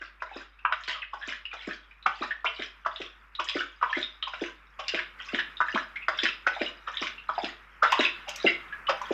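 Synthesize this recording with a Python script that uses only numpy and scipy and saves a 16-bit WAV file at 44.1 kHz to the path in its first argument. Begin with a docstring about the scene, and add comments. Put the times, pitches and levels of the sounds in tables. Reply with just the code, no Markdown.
"""In a small hard room, a dog laps milk from a hand-held steel bowl, a little over two laps a second.
The tongue's slap is a short-lived ringing air cavity with splash; bubbles and drops are brief rising notes.
The jaws shut with a low falling gulp and a squelch of bubble noise; milk crackles, smacks and slurps.
Steel modes, echoes and decaying noise are the answer of bowl and walls, over mains hum and a growing hiss."""
import sys
import numpy as np
from scipy import signal
from scipy.fft import rfft, irfft, next_fast_len
from scipy.io import wavfile

SR = 44100
rng = np.random.default_rng(int(sys.argv[2]) if len(sys.argv) > 2 else 0)


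def master(y):
    """Save y as 16-bit WAV."""
    cut = np.clip(np.atleast_2d(y).T, -1, 1)
    pcm = np.round(cut * 32767)  # scale
    wavfile.write(sys.argv[1], SR, pcm.astype(np.int16))


N = 402633

# jaws shut: (time [s], relative gulp level [dB], relative squelch level [dB])
GULPS = [(0.010, -44, -31), (0.359, -31, -30.5), (0.877, -42, -16), (1.275, -37, -20.5),
         (1.673, -25, -26.5), (2.208, -27.5, -25.5), (2.592, -29, -25), (3, -27, -33), (3.552, -20.5, -19),
         (3.966, -22.5, -23.5), (4.414, -21, -31), (4.936, -22.5, -20.5), (5.333, -19.5, -24.5),
         (5.741, -20, -30), (6.231, -23.5, -16.5), (6.609, -17.5, -26.5), (7.014, -26.5, -20),
         (7.433, -24.5, -25.5), (7.991, -13.5, -11.5), (8.443, -11, -26), (9.105, -16.5, -32.5)]
# spectrum of crackling milk: (frequency [Hz], relative density [dB per Hz])
CRACKLE_SPECTRUM = [(120, -38), (300, -31.5), (600, -5), (900, -9.5), (1500, 0.5), (2200, 0), (3000, 3),
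                    (3850, 0.5), (4400, -11.5), (5200, -6), (6200, -16), (7700, -17), (9200, -51),
                    (13000, -47), (15500, -53)]


def amp(db):
    """Level as a gain: 20 dB is a factor of ten in amplitude."""
    return 10 ** (np.asarray(db) / 20)


def unit(x):
    """Normalise the mean power: scale to rms 1."""
    return x / np.sqrt(np.mean(x ** 2) + 1e-20)


def along(points, hz):
    """Interpolate (frequency [Hz], value) points on a logarithmic frequency axis."""
    f, v = np.transpose(points)
    return np.interp(np.log(hz + 1), np.log(f + 1), v)


def curve(rows):
    """Interpolate (time [s], value) rows linearly at every sample."""
    return np.interp(np.arange(N) / SR, *np.transpose(rows))


def clock(count):
    """Sampling instants [s] of the first count samples."""
    return np.arange(count) / SR


def colour(x, spectrum):
    """Linear filtering: multiply the spectrum of x by a given one, then scale to rms 1."""
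    size = next_fast_len(len(x))
    gain = amp(along(spectrum, np.fft.rfftfreq(size, 1 / SR)))
    return unit(irfft(rfft(x, size) * gain, size)[:len(x)])


def swell(t, peak_s):
    """Transient envelope: soft rise to 1 at peak_s, then exponential decay takes over."""
    u = t / max(peak_s, 1 / SR)
    return (u * np.exp(1 - u)) ** 2


def tone(hz):
    """Frequency modulation: the phase of the sine is the running sum of its pitch."""
    return np.sin(2 * np.pi * np.cumsum(hz) / SR)


def add(track, s, sound):
    """Superposition: mix a sound in at time s; what lies outside the track is dropped."""
    start = round(s * SR)
    sound, start = sound[max(-start, 0):], max(start, 0)
    track[start:start + len(sound)] += sound[:max(N - start, 0)]


def burst(sound, envelope):
    """Amplitude modulation with the envelope's energy, however the grains of the sound fall."""
    return unit(sound * envelope) * np.sqrt(np.mean(envelope ** 2))


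def background(hum_hz=50, hum_db=-60.5, waver_db=1.15):
    """Background: a steady sine of mains hum, and filtered noise for hiss that grows louder and wavers."""
    # level of the hiss: (time [s], relative level [dB])
    hiss_level = [(0, -56), (4.7, -51.5), (5.3, -47), (7.6, -47.5), (9.13, -40)]
    # spectrum of the hiss: (frequency [Hz], relative density [dB per Hz])
    hiss_spectrum = [(25, -4.5), (70, -11.5), (130, 0.5), (300, -3), (700, -5.5), (1300, 10.5), (2600, 1.5),
                     (3700, -26), (4400, -19.5), (6000, -25.5), (9000, -29.5), (13000, -28.5), (15500, -37)]
    hum = amp(hum_db) * unit(tone(np.full(N, hum_hz)))
    waver = waver_db * colour(rng.standard_normal(N), [(6, 0), (40, -40), (200, -120)])
    hiss = colour(rng.standard_normal(N), hiss_spectrum)
    return hum + amp(curve(hiss_level) - 6 + waver) * hiss


def room(sound, early_db, tail_db, build_s=0.0055, shift=0.16):
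    """Reverberation: direct sound, echoes that shift as the muzzle moves, then the decaying walls."""
    # decay of the walls: (frequency [Hz], time to fall 60 dB [s])
    wall_decay = [(200, 0.29), (500, 0.35), (1400, 0.27), (3500, 0.34), (8000, 0.16), (14000, 0.068)]
    # echoes from bowl, floor and cage: (nominal delay [s], relative level [dB])
    echo_rows = [(.0056, -9), (.0098, -7), (.017, -14.5)]
    hz, times, cells = signal.stft(rng.standard_normal(SR // 3), SR, nperseg=256)
    decay = amp(-60 * times / along(wall_decay, hz)[:, None])
    tail = signal.istft(cells * decay, SR, nperseg=256)[1]
    build_up = 1 - np.exp(-(clock(count=len(tail)) / build_s) ** 2)
    out = signal.fftconvolve(sound, tail * build_up)
    # tail_db is the energy of the tail relative to the direct sound
    out *= amp(tail_db) * np.linalg.norm(sound) / (np.linalg.norm(out) + 1e-20)
    out[:len(sound)] += sound
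    for delay_s, db in echo_rows:
        start = round(abs(delay_s * (1 + shift * rng.uniform(-0.66, 1))) * SR)
        out[start:start + len(sound)] += amp(db + early_db) * sound
    return out


def bowl(x, ring_db=-3):
    """Modal resonance: every lapping sound faintly excites the steel, damped by milk and hand."""
    # modes of the steel: (frequency [Hz], relative level [dB], time to fall 60 dB [s])
    steel_modes = [(344.1, -19, 0.24), (618, -13.5, 0.027), (985.5, -18.5, 0.12), (1357, -24.5, 0.38),
                   (1494, -15.5, 0.12), (2490, -24.5, 0.11), (4960, -15.5, 0.026)]
    t = clock(count=SR // 2)
    ring = np.zeros(len(t))
    for hz, db, t60 in steel_modes:
        # a slowly dying mode is narrow and builds up to a high peak
        bandwidth_gain = 2 * np.log(1000) / (t60 * SR)
        ring += amp(db + 20 - 60 * t / t60) * np.cos(2 * np.pi * hz * t) * bandwidth_gain
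    return x + amp(ring_db) * signal.fftconvolve(x, ring)[:N]


def fizz(count, rate, centre_hz, spread, cycles, rise=.12):
    """Bubble acoustics: many soft chirps, rising in pitch, of random time, pitch and size."""
    chance, t = rng.random((max(int(rate * count / SR), 1), 3)), clock(count=1024)
    hz = np.minimum(centre_hz * np.exp(spread * (2 * chance[:, :1] - 1)), SR / 2)
    size = np.sqrt(hz / np.maximum(chance[:, 1:2], .05))
    turns = hz * t
    phase = 2 * np.pi * turns * (1 + rise * np.tanh(turns / cycles / 2) / 2)
    waves = size * np.sin(phase) * swell(turns, cycles)
    where = (chance[:, 2:] * count).astype(int) + np.arange(len(t))
    return unit(np.bincount(where.ravel(), waves.ravel(), count)[:count])


def slosh(count, rate, centre_hz, spread, cycles, wash_db):
    """Granular and continuous sources superposed: tiny bubbles on the smooth wash of moving milk."""
    return fizz(count, rate, centre_hz, spread, cycles) + amp(wash_db) * rng.standard_normal(count)


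def mouthful(gulp_db, squelch_db, wet_share=0.56, usual_db=-20, grows=1):
    """Source strength: a bigger mouthful crackles more, by grows dB per dB over the usual one."""
    return grows * (gulp_db + wet_share * (squelch_db - gulp_db) - usual_db)


def dribble(crackle_db=-41, wash_db=-5):
    """Film rupture: as the tongue lifts milk, films burst and small separate drops fall back."""
    # crackle through one lap: (time from the start of the tongue's lift [s], relative level [dB])
    lap_level = [(0, -3), (.04, -10), (.1, -1.5), (.14, -1), (.21, 3), (.27, -19), (.4, -25)]
    out, t = np.zeros(N), clock(count=SR // 2)
    flow = amp(np.interp(t, *np.transpose(lap_level))) * np.tanh(t / 0.0061)
    for s, gulp_db, squelch_db in GULPS:
        db = crackle_db + mouthful(gulp_db, squelch_db)
        grains = slosh(len(t), 340, 2500, 1, 5, wash_db)
        films = burst(colour(grains, CRACKLE_SPECTRUM), flow)
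        # the lift begins 0.15 s before the jaws shut
        add(out, s - .15, room(amp(db) * films, early_db=-1.5, tail_db=-3.5))
    return out


def jaws(centre_hz=346.8, scatter_octaves=0.17, glide_s=0.0076):
    """Cavity resonance: the closing mouth sounds a falling low note and squeezes milk between the lips."""
    flap_spectrum = [(110, -24.0), (200, 6.5), (500, 1.5), (800, 0.0), (1500, -57.5)]
    out, t = np.zeros(N), clock(count=6000)
    for s, db, squelch_db in GULPS:
        hz = centre_hz * 2 ** (scatter_octaves * rng.uniform(-1.07, 1))
        # no two mouthfuls close at quite the same speed
        fall = np.exp(-t / (glide_s * amp(1.7 * rng.uniform(-1.2, 1))))
        note = tone(hz * (0.541 + 1.303 * fall)) * swell(t, 0.0074) ** 2.03
        flap = colour(rng.standard_normal(len(t)), flap_spectrum) * swell(t, 0.01)
        gulp = amp(db - 5.5) * (note + amp(-10.0) * flap)
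        squeeze = (1 - np.exp(-t / 0.0055)) * np.exp(-t / 0.027)
        droplets = slosh(len(t), 480, 2500, 1, 4.5, wash_db=-4)
        squelch = amp(squelch_db - 11.5) * burst(colour(droplets, CRACKLE_SPECTRUM), squeeze)
        gulp_in_room = room(gulp, early_db=-32.5, tail_db=-8.0)
        squelch_in_room = room(squelch, early_db=-15.5, tail_db=-0.5)
        add(out, s - .0015, gulp_in_room + squelch_in_room)
    return out


def wet_note(pitch, spray_db=-13, quiver=0.033):
    """Air-pocket resonance: a note on a quivering pitch, with a little spray around it."""
    hz = np.median(pitch)
    shape = quiver * colour(rng.standard_normal(len(pitch)), [(400, 0), (1200, -60)])
    mouth = colour(rng.standard_normal(len(pitch)), CRACKLE_SPECTRUM)
    spray = colour(mouth, [(hz / 8, -40), (hz / 2, -2), (hz, 0), (hz * 6, -40)])
    return tone(pitch * (1 + shape)) + amp(spray_db) * spray


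def bubbles(rise=.08):
    """Bubble resonance: each bubble or drop rings briefly and rises in pitch as it nears the surface."""
    # ringing bubbles and drops: (time [s], relative level [dB], nominal pitch [Hz], swell time [s])
    bubble_rows = [(0.013, -27, 1596, 0.0052), (.2, -40.5, 2450, 0.0063), (.314, -28.5, 796, 0.0027),
                   (.588, -40, 2650, 0.0048), (.711, -25, 1023, 0.0059), (0.927, -24, 3120, 0.004),
                   (1.453, -20.5, 2740, 0.0024), (1.513, -27, 2420, 0.0034), (1.709, -20.5, 1680, 0.0023),
                   (1.909, -38, 2390, .004), (2.025, -36.5, 3740, .003), (2.306, -15.5, 1753, 0.0051),
                   (2.848, -23.5, 1390, 0.0037), (2.96, -21.5, 3570, 0.0016), (3.35, -26.5, 3750, 0.0033),
                   (3.607, -18.5, 1510, 0.0023), (3.812, -20.5, 1270, 0.0044), (3.895, -27.5, 1037, 0.0053),
                   (3.928, -12.5, 1663, 0.003), (3.944, -20, 2050, 0.0075), (4.028, -14, 3530, 0.0017),
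                   (4.225, -16, 3040, 0.0028), (4.225, -21.5, 3660, 0.0028), (4.226, -27.5, 1220, 0.0041),
                   (4.789, -26.5, 1100, 0.0067), (4.887, -18.5, 2796, 0.0055), (4.975, -18.5, 1620, 0.002),
                   (5.387, -13, 1692, 0.0028), (5.569, -25.5, 3640, .002), (5.683, -16.5, 1694, 0.003),
                   (5.775, -12, 1645, 0.0017), (6.187, -13, 3440, 0.003), (6.188, -20, 1640, .003),
                   (6.286, -17.5, 2600, 0.003), (6.662, -18.5, 2760, 0.0032), (6.970, -15.5, 3560, 0.0021),
                   (7.178, -30.5, 2736, 0.0056), (7.379, -13, 780, 0.0023), (7.84, -10.5, 1373, 0.006),
                   (7.925, -6.5, 975, 0.0032), (8.051, -8, 2585, 0.0031), (8.463, -8.5, 2706, 0.0038),
                   (8.465, -10.5, 2110, 0.0096), (8.723, -23.5, 1635, 0.0053), (8.867, -22, 2960, 0.0055),
                   (9.014, -19.5, 1014, 0.0024)]
    out, t = np.zeros(N), clock(count=3072)
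    for s, db, hz, swell_s in bubble_rows:
        note = wet_note(hz * (1 + rise * np.tanh(t / swell_s / 2 - .5)))
        add(out, s, room(amp(db - 7.0) * note * swell(t, swell_s), early_db=0.5, tail_db=-2.5))
    return out


def tongue(peak_s=.0023, collapse_s=0.0012, bright_hz=2500):
    """Cavity resonance: an air cavity builds up, rings and breaks into gurgling bubbles and a splash."""
    # tongue hits the milk: (time [s], relative cavity level [dB], nominal cavity pitch [Hz],
    # relative splash level [dB], relative bright smack level [dB], churn time [s], build-up time [s])
    slap_rows = [(0.22, -18.5, 1340, -40, -58, 0.0044, .001),
                 (0.6503, -10.5, 1201, -61, -29.5, 0.0042, 0.0016),
                 (1.134, -23.5, 1094, -45, -67, 0.0077, 0.0026), (1.53, -30, 1384, -43, -54, 0.013, 0.0021),
                 (2.0608, -8, 1242, -30, -28, 0.0036, 0.0019),
                 (2.225, -19, 1223, -36.5, -56, 0.011, 0.0034), (2.4439, -15, 1211, -35, -59, 0.0092, .001),
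                 (2.861, -12.5, 1225, -36.5, -48, 0.0042, 0.0025),
                 (3.394, -17.5, 1196, -32, -32.5, 0.0083, .004),
                 (3.827, -9.5, 1169, -49, -37.5, 0.0044, .002),
                 (4.274, -25.5, 1093, -54, -42, 0.0043, 0.0043), (4.335, -26, 1450, -42, -38, .004, 0.0021),
                 (4.792, -32.5, 1085, -35.5, -37.5, 0.0061, 0.0032),
                 (5.201, -32.5, 1490, -58, -43.5, 0.0079, 0.0027),
                 (5.603, -8, 1283, -36.5, -44, 0.0074, 0.00084),
                 (6.0824, -7, 1359, -28.5, -41, 0.0033, .0009),
                 (6.4664, -8.5, 1449, -27.5, -35.5, 0.0055, 0.0017),
                 (6.876, -22, 1267, -43, -43, 0.0068, 0.003),
                 (7.2908, -12.5, 1236, -51, -63, 0.0035, 0.0018),
                 (7.8257, -6, 1336, -26, -51.5, 0.011, 0.0027),
                 (7.9212, -16.5, 983, -38, -23.5, 0.004, 0.0014),
                 (8.277, -36, 780, -38.5, -37, 0.0093, .006), (8.888, -12.5, 1195, -25, -32, 0.012, 0.0035)]
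    # spectrum of the splash: (frequency [Hz], relative density [dB per Hz])
    splash_spectrum = [(110, -37.5), (220, -26), (330, -9.5), (560, -3), (800, 2), (1400, -6), (2100, -19),
                       (3500, -9), (4400, -19.5), (5200, -13.5), (7300, -31), (9000, -56), (15000, -64.5)]
    out, t = np.zeros(N), clock(count=4096)
    # the sound starts 20 ms early, to leave room for the build-up
    lead = SR // 50
    since_peak = t - lead / SR - peak_s
    for s, db, hz, low_db, high_db, churn_s, build_s in slap_rows:
        pitch = hz * (1 + 0.06 * np.tanh(since_peak / 0.016))
        collapse = np.exp(-(np.maximum(since_peak, 0) / collapse_s) ** 2)
        opening = collapse / np.cosh(np.minimum(since_peak, 0) / build_s) ** 2
        slap = amp(db - 3) * tone(pitch) * opening
        churn = swell(t, churn_s)
        gurgle = amp(db - 14) * burst(fizz(len(t), 1100, hz, .33, 1.37), churn)
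        bright = amp(high_db + 0.5) * burst(fizz(len(t), 800, bright_hz, 0.17, 2), churn)
        spatter = colour(rng.standard_normal(len(t)), splash_spectrum)
        splash = amp(low_db - 2.5) * spatter * swell(t, 0.0024 + churn_s / 2)
        slap[lead:] += (gurgle + bright + splash)[:-lead]
        add(out, s - lead / SR, room(slap, early_db=-2.0, tail_db=-4.5))
    return out


def packet(t, peak_s, width_s):
    """Gaussian wave-packet envelope: starts from silence and peaks at peak_s."""
    return np.exp(-((t - peak_s) / width_s) ** 2) * np.sin(np.pi / 2 * np.clip(t / peak_s, 0, 1)) ** 2


def smacks(cycles=1.78, wet_db=-10.5):
    """Impulsive release: a film of milk snaps, a pop of a few cycles wrapped in a wet burst."""
    # tongue and lips part: (time [s], relative level [dB], pitch [Hz])
    smack_rows = [(.7225, -9.5, 1364), (.835, -24.5, 3650), (.878, -21, 1740), (1.322, -20.5, 1700),
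                  (2.62, -16, 2170), (3.015, -20, 2420), (3.442, -27.5, 6620), (3.486, -12.5, 3030),
                  (3.494, -14, 3500), (4.437, -18, 1930), (4.88, -12.5, 4610), (4.944, -12.5, 2170),
                  (4.989, -14, 1730), (5.345, -10.5, 1860), (5.3905, -10, 1870), (5.746, -14.5, 2340),
                  (5.958, -30, 1970), (6.231, -14, 2160), (6.234, -15.5, 5060), (6.2535, -8, 1790),
                  (6.564, -25.5, 763), (6.615, -12.5, 2100), (7.024, -13.5, 2040), (7.068, -14.5, 2340),
                  (7.443, -14.5, 2950), (7.92, -9.5, 2860), (8.006, -12, 1910)]
    out, t = np.zeros(N), clock(count=2048)
    for s, db, hz in smack_rows:
        pop = tone(np.full(len(t), hz)) * packet(t, .0025, cycles / hz)
        mouth = colour(rng.standard_normal(len(t)), CRACKLE_SPECTRUM)
        around_pop = [(hz / 8, -34), (hz / 2, -5), (hz * 1.33, 0), (hz * 2.8, -11), (hz * 6, -30)]
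        wet = colour(mouth, around_pop) * swell(t, 0.0033)
        add(out, s, room(amp(db - 6.0) * (pop + amp(wet_db) * wet), early_db=-0.5, tail_db=-3.5))
    return out


def slurps():
    """Gap resonance: milk is sucked between tongue and lip; the note sweeps as the gap changes size."""
    # sucked milk: (time [s], relative level [dB], first pitch [Hz], last pitch [Hz], length [s])
    slurp_rows = [(.94, -31.5, 1345, 1076, 0.056), (1.018, -23, 3200, 1435, 0.021),
                  (1.212, -27.5, 1590, 1780, 0.044), (2.456, -15.5, 2050, 3490, 0.024),
                  (5.757, -13, 917, 1550, 0.011), (5.957, -22, 1933, 2410, 0.023),
                  (6.019, -30.5, 2520, 2730, .026)]
    out = np.zeros(N)
    for s, db, from_hz, to_hz, length_s in slurp_rows:
        u = np.linspace(0, 1, int(length_s * SR))
        note = wet_note(from_hz * (to_hz / from_hz) ** u, spray_db=-15, quiver=0.062)
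        add(out, s, room(amp(db) * note * np.sqrt(u) * (1 - u), early_db=-2, tail_db=-3.0))
    return out


def ticks():
    """Broadband transients: short bright spatters of filtered noise."""
    # sharp little ticks: (time [s], relative level [dB])
    tick_rows = [(7.918, -39), (8.2898, -40), (8.358, -39.5), (9.0148, -52.5)]
    # spectrum of a tick: (frequency [Hz], relative density [dB per Hz])
    tick_spectrum = [(1000, -14), (6000, 13.5), (10000, -14), (13000, -4), (15500, -26)]
    out, t = np.zeros(N), clock(count=1024)
    for s, db in tick_rows:
        spatter = colour(rng.standard_normal(len(t)), tick_spectrum) * swell(t, 0.0037)
        add(out, s, room(amp(db + 4.0) * spatter, early_db=-4.5, tail_db=-5.5))
    return out


def scene():
    """Superposition of all the lapping sounds in the bowl, the ticks and the room's background."""
    lapping = bowl(tongue() + bubbles() + slurps() + smacks() + jaws() + dribble())
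    # a small microphone picks up little bass
    bass_cut = signal.butter(4, 150, "highpass", fs=SR, output="sos")
    lapping = signal.sosfilt(bass_cut, lapping)
    return (lapping + ticks() + background())[None]


def record(dry, top_hz=15700):
    """Band limitation: nothing passes at or above top_hz."""
    size = next_fast_len(N + SR // 2)
    passed = np.fft.rfftfreq(size, 1 / SR) < top_hz
    return irfft(rfft(dry, size) * passed, size)[:, :N]


dry = scene()
out = record(dry)
master(out)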